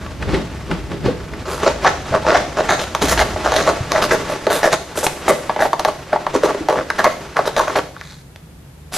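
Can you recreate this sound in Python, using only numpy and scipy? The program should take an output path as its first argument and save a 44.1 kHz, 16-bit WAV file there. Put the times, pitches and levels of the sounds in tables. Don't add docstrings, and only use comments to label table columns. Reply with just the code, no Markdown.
import sys
import numpy as np
from scipy import signal
from scipy.fft import rfft, irfft, next_fast_len
from scipy.io import wavfile
from scipy.ndimage import uniform_filter1d, minimum_filter1d

SR = 44100
rng = np.random.default_rng(int(sys.argv[2]) if len(sys.argv) > 2 else 0)


def unload_audio(sound):
    columns = np.transpose(np.atleast_2d(sound))
    steps = np.round(np.clip(columns, -1, 1) * 32767)
    wavfile.write(sys.argv[1], SR, steps.astype(np.int16))


N = 395577
TIME = np.arange(N) / SR

# (start [s], length [s], force [dB], board pitch [Hz], tearing [dB])
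PAW_PULLS = [(1.454, 0.15, -29.5, 500, -34.5), (1.63, 0.022, -18.5, 456, -24.5),
             (1.662, 0.031, -10.5, 573, -20), (1.846, 0.042, -10, 750, -16.5),
             (2.116, 0.069, -15.5, 634, -37), (2.248, 0.099, -15, 740, -26.5),
             (2.344, 0.031, -7.5, 734, -20), (2.568, 0.046, -17.5, 635, -28), (2.687, 0.045, -8, 725, -13),
             (2.79, 0.059, -30, 593, -25), (3.009, 0.065, -22.5, 450, -20.5), (3.07, 0.08, -24, 646, -18),
             (3.175, 0.056, -15, 800, -18), (3.445, 0.048, -17.5, 730, -28.5),
             (3.512, 0.15, -23.5, 656, -27), (3.665, 0.042, -12, 690, -20), (3.927, 0.088, -18.5, 635, -32),
             (4.015, 0.048, -19.5, 614, -20.5), (4.109, 0.042, -12, 640, -19),
             (4.286, 0.069, -26, 610, -35.5), (4.489, 0.11, -22, 640, -25),
             (4.629, 0.053, -13.5, 700, -23.5), (4.716, 0.039, -17, 637, -18),
             (4.953, 0.07, -30.5, 545, -33), (5.029, 0.042, -21, 534, -27), (5.281, 0.03, -8, 680, -21),
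             (5.589, 0.087, -15.5, 790, -30), (5.872, 0.025, -16, 657, -31.5),
             (6.121, 0.028, -23, 730, -48), (6.333, 0.038, -20.5, 526, -27.5), (6.43, 0.037, -17, 513, -26),
             (6.468, 0.063, -21, 617, -44), (6.697, 0.085, -21, 529, -38.5), (6.768, 0.053, -22, 675, -51),
             (6.983, 0.028, -17.5, 784, -26.5), (7.042, 0.047, -14, 693, -32),
             (7.357, 0.049, -24.5, 670, -36), (7.455, 0.035, -23, 570, -25.5),
             (7.564, 0.057, -14, 595, -23.5), (7.673, 0.034, -22.5, 603, -34.5),
             (7.756, 0.039, -20, 720, -24), (7.972, 0.25, -78, 670, -43), (8.918, 0.1, -36.5, 685, -32)]
# (time [s], sole level [dB], tick level [dB])
FOOTSTEPS = [(0.063, -40, -41.5), (0.225, -24.5, -35.5), (0.292, -22, -43), (0.344, -15, -34),
             (0.713, -18.5, -33.5), (0.918, -23.5, -41.5), (1.06, -15, -48), (1.336, -28.5, -42)]
# (frequency [Hz], level [dB])
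BOARD_SPECTRUM = [(45, 0.5), (240, 7.5), (590, 14.5), (1350, 9), (2050, 6), (2750, -2.5), (5100, -3.5),
                  (11000, -46)]
# (frequency [Hz], level [dB])
TEAR_SPECTRUM = [(500, 4), (1500, 3.5), (2900, 0.5), (4000, 4.5), (5200, -1.5), (6600, 0), (8000, -20.5),
                 (13000, -48)]
# (frequency [Hz], level [dB])
HISS_SPECTRUM = [(2500, -3.5), (7000, 6), (12300, 2.5), (13500, -27)]
# (frequency [Hz], level [dB])
ROOM_WIDTH = [(70, -45), (260, -7), (3500, 1), (8500, 3.5)]
SWAY_S, SETTLE_S = 0.048, 0.057


def scratcher(pull_db=-2):
    # (time [s], board [dB], board pitch [Hz], crack [dB])
    plucks = [(1.847, -0.5, 1125, -17), (2.586, -18, 820, -33), (2.949, -15, 1120, -18),
              (3.019, -30, 1220, -17), (3.361, -17.5, 784, -46), (3.465, -27, 704, -42),
              (3.52, -11.5, 780, -21.5), (3.54, -8, 755, -8.5), (3.564, -18, 634, -13),
              (3.919, -13, 1120, -12.5), (4.468, -8.5, 560, -23), (4.505, -12, 620, -38),
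              (4.974, -17.5, 566, -24), (5.066, -15, 830, -13.5), (5.495, -11.5, 940, -46),
              (5.562, -16, 814, -35), (5.653, -11.5, 770, -37), (5.731, -9.5, 1030, -23.5),
              (5.795, -15.5, 860, -20), (5.849, -9, 820, -17.5), (6.13, -7.5, 690, -36),
              (6.16, -12.5, 816, -48), (6.266, -13, 995, -34), (6.35, -11.5, 518, -35),
              (6.435, -4.5, 500, -23.5), (6.545, -16.5, 537, -42), (6.686, -6.5, 777, -24),
              (6.699, -13, 750, -27), (6.902, -12.5, 1570, -23), (7.043, -5, 1010, -14.5),
              (7.368, -12.5, 1260, -26), (7.39, -7.5, 700, -30), (7.565, -18, 960, -20.5),
              (7.757, -11.5, 770, -38), (7.965, -31.5, 1410, -63), (8.012, -30.5, 1840, -39),
              (8.36, -59, 1890, -38.5)]
    # (time [s], level [dB])
    fibre_hiss = [(1.46, -5), (1.85, -45), (2.7, -14), (3.07, -8), (3.18, -14.5), (4.1, -11), (4.4, -2),
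                  (4.72, -8.5), (4.97, 6), (5.6, -7), (7.95, -12), (8.92, 9)]
    # (time [s], level [dB])
    wall_rasp = [(5.3, 2.5), (5.55, 0), (6.75, 3), (7.0, 6)]
    # (frequency [Hz], bandwidth [Hz], level [dB])
    board_modes = [(609, 9, -15)]
    claws = np.zeros(N)
    for start, length, force_db, hz, tear_db in PAW_PULLS:
        hiss_db = tear_db + np.interp(start, *np.transpose(fibre_hiss))
        rasp_db = np.interp(start, *np.transpose(wall_rasp))
        onset, sound = paw_pull(start, length, force_db, hz, tear_db, hiss_db, rasp_db)
        add(claws, onset, amp(pull_db) * sound)
    for onset, board_db, hz, crack_db in plucks:
        add(claws, onset, claw_snap(board_db, hz, crack_db))
    return claws + sum(amp(db) * resonate(claws, hz, hz / width) for hz, width, db in board_modes)


def paw_pull(start, length, board_db, hz, tear_db, hiss_db, rasp_db,
             attack_s=0.0046, release_s=0.0073, arch_db=7.0, lead=0.057,
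             scrape=0.51, glide=-0.31, wall_ratio=1.706, bite=0.11, hiss_rise=0.36, size=11000):
    t = np.arange(size) / SR
    along = np.minimum(t / length, 1) - .5
    contact = np.minimum(t / attack_s, 1) * np.exp(-np.maximum(t - length, 0) / release_s)
    grip = contact * amp(-arch_db * (2 * (along + lead)) ** 2)
    jumps = slips(size, per_s=400, jitter=.7, spread_db=3.5)
    snags = slips(size, per_s=130, jitter=0.6, spread_db=2.5)
    rip = unit(unit(fade(snags, seconds=0.0028)) + .7)
    force = (unit(jumps - jumps.mean()) + scrape * rip * rng.standard_normal(size)) * grip
    shake = colour(dispersed(force, seconds=0.00067), BOARD_SPECTRUM)
    note = hz * (1 + glide * along)
    drum = hollow(shake, note, q=1.64)
    spot_ring = amp(-2.5) * resonate(drum, hz, q=51)
    drum = amp(board_db) * unit(drum + spot_ring)
    wall_db = board_db + rasp_db + bite * (tear_db - board_db)
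    rasp = amp(wall_db) * hollow(shake * rip, wall_ratio * note, q=0.77)
    breaks = crackle(size, per_s=7000, spread_db=1.0) * rip * grip
    tear = dispersed(colour(breaks, TEAR_SPECTRUM), seconds=.0006)
    swell = np.minimum(t / (hiss_rise * length), 1)
    fine_breaks = crackle(size, per_s=9000, spread_db=4.0) * np.sqrt(rip) * grip * swell
    hiss = colour(fine_breaks, varied(HISS_SPECTRUM, db=3.0))
    sound = drum + rasp + amp(tear_db) * unit(tear) + amp(hiss_db) * unit(hiss)
    return start - attack_s / 2, sound * np.sqrt(length / t[-1])


def claw_snap(board_db, hz, crack_db, span_s=0.0091, peak_cycles=2.07, swing_cycles=1.25,
              rebound_s=0.00578, rebound_db=-7, rebound_ratio=0.743,
              rattle_db=-5, rattle_cycles=7, size=3000):
    t = np.arange(size) / SR
    rattle = rng.standard_normal(size) * np.exp(-t * hz / rattle_cycles)
    swing, rebound = (
        np.sin(2 * np.pi * turns) * np.exp(-((turns - peak_cycles) / swing_cycles) ** 2) * (turns > 0)
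        for turns in (hz * t, rebound_ratio * hz * (t - rebound_s)))
    board_rattle = unit(resonate(colour(rattle, BOARD_SPECTRUM), hz, q=0.43))
    knock = unit(unit(swing + amp(rebound_db) * rebound) + amp(rattle_db) * board_rattle)
    tip = rng.standard_normal(size) * np.exp(-t / .0013)
    burst = tip + 0.25 * rattle
    crack = unit(colour(burst, TEAR_SPECTRUM) + 0.14 * colour(burst, HISS_SPECTRUM))
    return (amp(board_db) * knock + amp(crack_db) * crack) * np.sqrt(span_s / t[-1])


def slips(n, per_s, jitter, spread_db, count=160):
    gap, size = rng.standard_normal((2, count))
    at = np.cumsum(np.exp(jitter * gap)) * SR / per_s
    at = (at - at[0] * rng.random()).astype(int)
    force = amp(spread_db * np.clip(size, -2, 1.5))
    train = np.zeros(n)
    np.add.at(train, at[at < n], force[at < n])
    return train


def crackle(n, per_s, spread_db):
    chance, size, push = rng.random(n), rng.standard_normal(n), rng.choice([-1, 1], n)
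    return (chance < per_s / SR) * push * amp(spread_db * np.minimum(size, 2))


def dispersed(x, seconds, size=600):
    paths = rfft(rng.standard_normal(size) * np.exp(-np.arange(size) / (seconds * SR)), 2 * size)
    smear = irfft(paths / np.sqrt(abs(paths)))[:size]
    return signal.fftconvolve(x, smear)[:len(x)]


def varied(spectrum, db):
    return [(hz, value + db * rng.standard_normal()) for hz, value in spectrum]


def brushing(patchy_db=3.5, slide_db=-12.5, rustle_db=-26.5, graze_db=-20, patch_samples=900):
    # (time [s], level [dB])
    cat_motion = [(0, -35), (1.3, -38), (1.7, -32.5), (2.9, -30), (3.7, -26), (4.3, -29), (4.88, -37),
                  (5.15, -31), (5.45, -34), (6.0, -37.5), (6.5, -32.5), (6.85, -36), (7.3, -35),
                  (7.75, -33), (8.2, -61)]
    # (frequency [Hz], level [dB])
    fur_spectrum = [(60, -5), (400, 2.5), (1500, -4), (6500, -18), (13000, -36)]
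    uneven = uniform_filter1d(rng.standard_normal(N), patch_samples)
    uneven = unit(uniform_filter1d(uneven, patch_samples // 2))
    grain = crackle(N, per_s=9000, spread_db=2.5) * amp(patchy_db * np.tanh(uneven))
    drag = unit(colour(grain, fur_spectrum))
    mid_pulls = [(start + length / 2, db) for start, length, db, *_ in PAW_PULLS]
    slide = swells(mid_pulls, rise_s=0.031, decay_s=0.026)
    rustle = swells(FOOTSTEPS, SWAY_S, SETTLE_S)
    rubbing = level(cat_motion) + amp(slide_db) * slide + amp(rustle_db) * rustle
    grazes = fade(abs(crackle(N, per_s=45, spread_db=5.0)), seconds=0.0036) * rng.standard_normal(N)
    return rubbing * drag + amp(graze_db) * slide * unit(colour(grazes, BOARD_SPECTRUM))


def footfalls(tick_hz=1490, tick_s=0.004, bump_s=0.005):
    # (frequency [Hz], level [dB])
    sole_spectrum = [(30, -17), (150, 4), (480, -1.5), (700, -8.5), (4500, -24.5), (13000, -51)]
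    # (time [s], level [dB], pitch [Hz])
    bumps = [(1.081, -8, 485), (1.479, -20.5, 390), (2.11, -15.5, 91), (3.035, -12.5, 270),
             (3.807, -11.5, 105), (6.354, -14, 268), (6.607, -15.5, 310)]
    weight = swells(FOOTSTEPS, rise_s=0.014, decay_s=0.044)
    steps = colour(weight * rng.standard_normal(N), sole_spectrum)
    steps /= np.std(colour(rng.standard_normal(N), sole_spectrum))
    t = np.arange(SR // 8) / SR
    for onset, _, tick_db in FOOTSTEPS:
        tap = rng.standard_normal(len(t)) * np.exp(-t / tick_s)
        add(steps, onset, amp(tick_db) * hollow(tap, tick_hz, q=0.81))
    thud = t / bump_s * np.exp(1 - t / bump_s)
    for onset, db, hz in bumps:
        add(steps, onset, amp(db) * thud * np.sin(2 * np.pi * hz * t))
    return steps


def handling(jolt_db=-9):
    # (time [s], level [dB])
    hand_motion = [(0, -30.5), (2.95, -35), (3.08, -24), (3.7, -34), (5.2, -60)]
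    # (frequency [Hz], level [dB])
    rumble_spectrum = [(30, -22), (58, 14), (100, 4), (350, -6), (1000, -54.5)]
    rumble = level(hand_motion) * drone(rumble_spectrum, width=0.14)
    jolts = amp(jolt_db) * swells(FOOTSTEPS, SWAY_S, SETTLE_S)
    return rumble + jolts * drone(rumble_spectrum, width=0.71)


def out_of_step(x, above_hz=6800, db=-1):
    treble = signal.sosfiltfilt(signal.butter(2, above_hz, "high", fs=SR, output="sos"), x)
    return amp(db) * signal.hilbert(treble, next_fast_len(N)).imag[:N]


def room_echo(x, early_boost=0.69, early_s=0.019, size=256):
    # (frequency [Hz], time to fall 60 dB [s])
    decay_times = [(150, 0.5), (600, 0.4643), (1400, 0.29), (8000, 0.67)]
    t = np.arange(SR // 2) / SR
    taps = crackle(len(t), per_s=3400, spread_db=0.5) * (t > .003)
    taps *= 1 + early_boost * np.exp(-t / early_s)
    hz, age, bands = signal.stft(taps, SR, nperseg=size)
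    decay = amp(-60 * age / read(decay_times, hz)[:, None])
    tail = signal.istft(bands * decay, SR, nperseg=size)[1]
    return signal.fftconvolve(x, tail / np.linalg.norm(tail))[:N]


def room_hum(db=-40):
    # (frequency [Hz], level [dB])
    hum_spectrum = [(20, -33), (65, -2.5), (112, -10.5), (149, 0), (200, -14.5), (700, -27), (5500, -41)]
    mid, side = (unit(colour(noise, hum_spectrum)) for noise in rng.standard_normal((2, N)))
    side = colour(side, [(hz, min(width_db, 0)) for hz, width_db in ROOM_WIDTH])
    return amp(db) * np.array([mid + side, mid - side])


def drone(spectrum, width):
    mid, side = (unit(colour(noise, spectrum)) for noise in rng.standard_normal((2, N)))
    return np.array([mid + width * side, mid - width * side])


def hollow(x, hz, q):
    turn = np.exp(2j * np.pi * np.cumsum(hz * np.ones(len(x))) / SR)
    pole = np.exp(-np.pi * np.mean(hz) / q / SR)
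    return unit((turn * signal.lfilter([1], [1, -2 * pole, pole * pole], x / turn)).real)


def resonate(x, hz, q):
    return signal.lfilter(*signal.iirpeak(hz, max(q, .5), fs=SR), x)


def colour(x, spectrum, size=4096):
    log_gain = np.log(amp(read(spectrum, abs(np.fft.fftfreq(size, 1 / SR)))))
    response = np.fft.ifft(np.exp(np.conj(signal.hilbert(log_gain)))).real[:size // 2]
    return signal.fftconvolve(x, response)[:len(x)]


def fade(x, seconds):
    return signal.lfilter([1], [1, -np.exp(-1 / (seconds * SR))], x)


def swells(events, rise_s, decay_s):
    return sum(amp(db) * np.exp(-np.maximum((peak - TIME) / rise_s, (TIME - peak) / decay_s))
               for peak, db, *_ in events)


def level(curve):
    return amp(np.interp(TIME, *np.transpose(curve)))


def read(points, hz):
    frequencies, values = np.transpose(points)
    return np.interp(np.log(hz + 1), np.log(frequencies), values)


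def add(mix, onset, sound):
    part = mix[max(round(onset * SR), 0):][:len(sound)]
    part += sound[:len(part)]


def amp(db):
    return 10 ** (np.asarray(db) / 20)


def unit(x):
    return x / np.sqrt(np.mean(x ** 2) + 1e-20)


def scene(wet_db=-7.0, claw_width_db=-12, fur_width_db=-9, step_width_db=-9):
    claws, fur, steps = scratcher(), brushing(), footfalls()
    near = claws + fur + steps
    mid = near + amp(wet_db) * room_echo(near)
    spread = amp(claw_width_db) * claws + amp(fur_width_db) * fur + amp(step_width_db) * steps
    side = colour(room_echo(spread), ROOM_WIDTH) + out_of_step(claws + fur)
    return np.array([mid + side, mid - side]) + handling() + room_hum()


def record(dry, ceiling=.92, recovery_db_per_s=520, smooth_samples=45, edge_hz=13350):
    over_db = np.maximum(20 * np.log10(abs(dry).max(0) / ceiling + 1e-9), 0)
    fall = TIME * recovery_db_per_s
    held_db = np.maximum.accumulate(over_db + fall) - fall
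    gain_db = uniform_filter1d(minimum_filter1d(-held_db, smooth_samples), smooth_samples)
    low_pass = signal.firwin(255, edge_hz, window=("kaiser", 9), fs=SR)
    return signal.oaconvolve(dry * amp(gain_db), low_pass[None], "same")


dry = scene()
out = record(dry)
unload_audio(out)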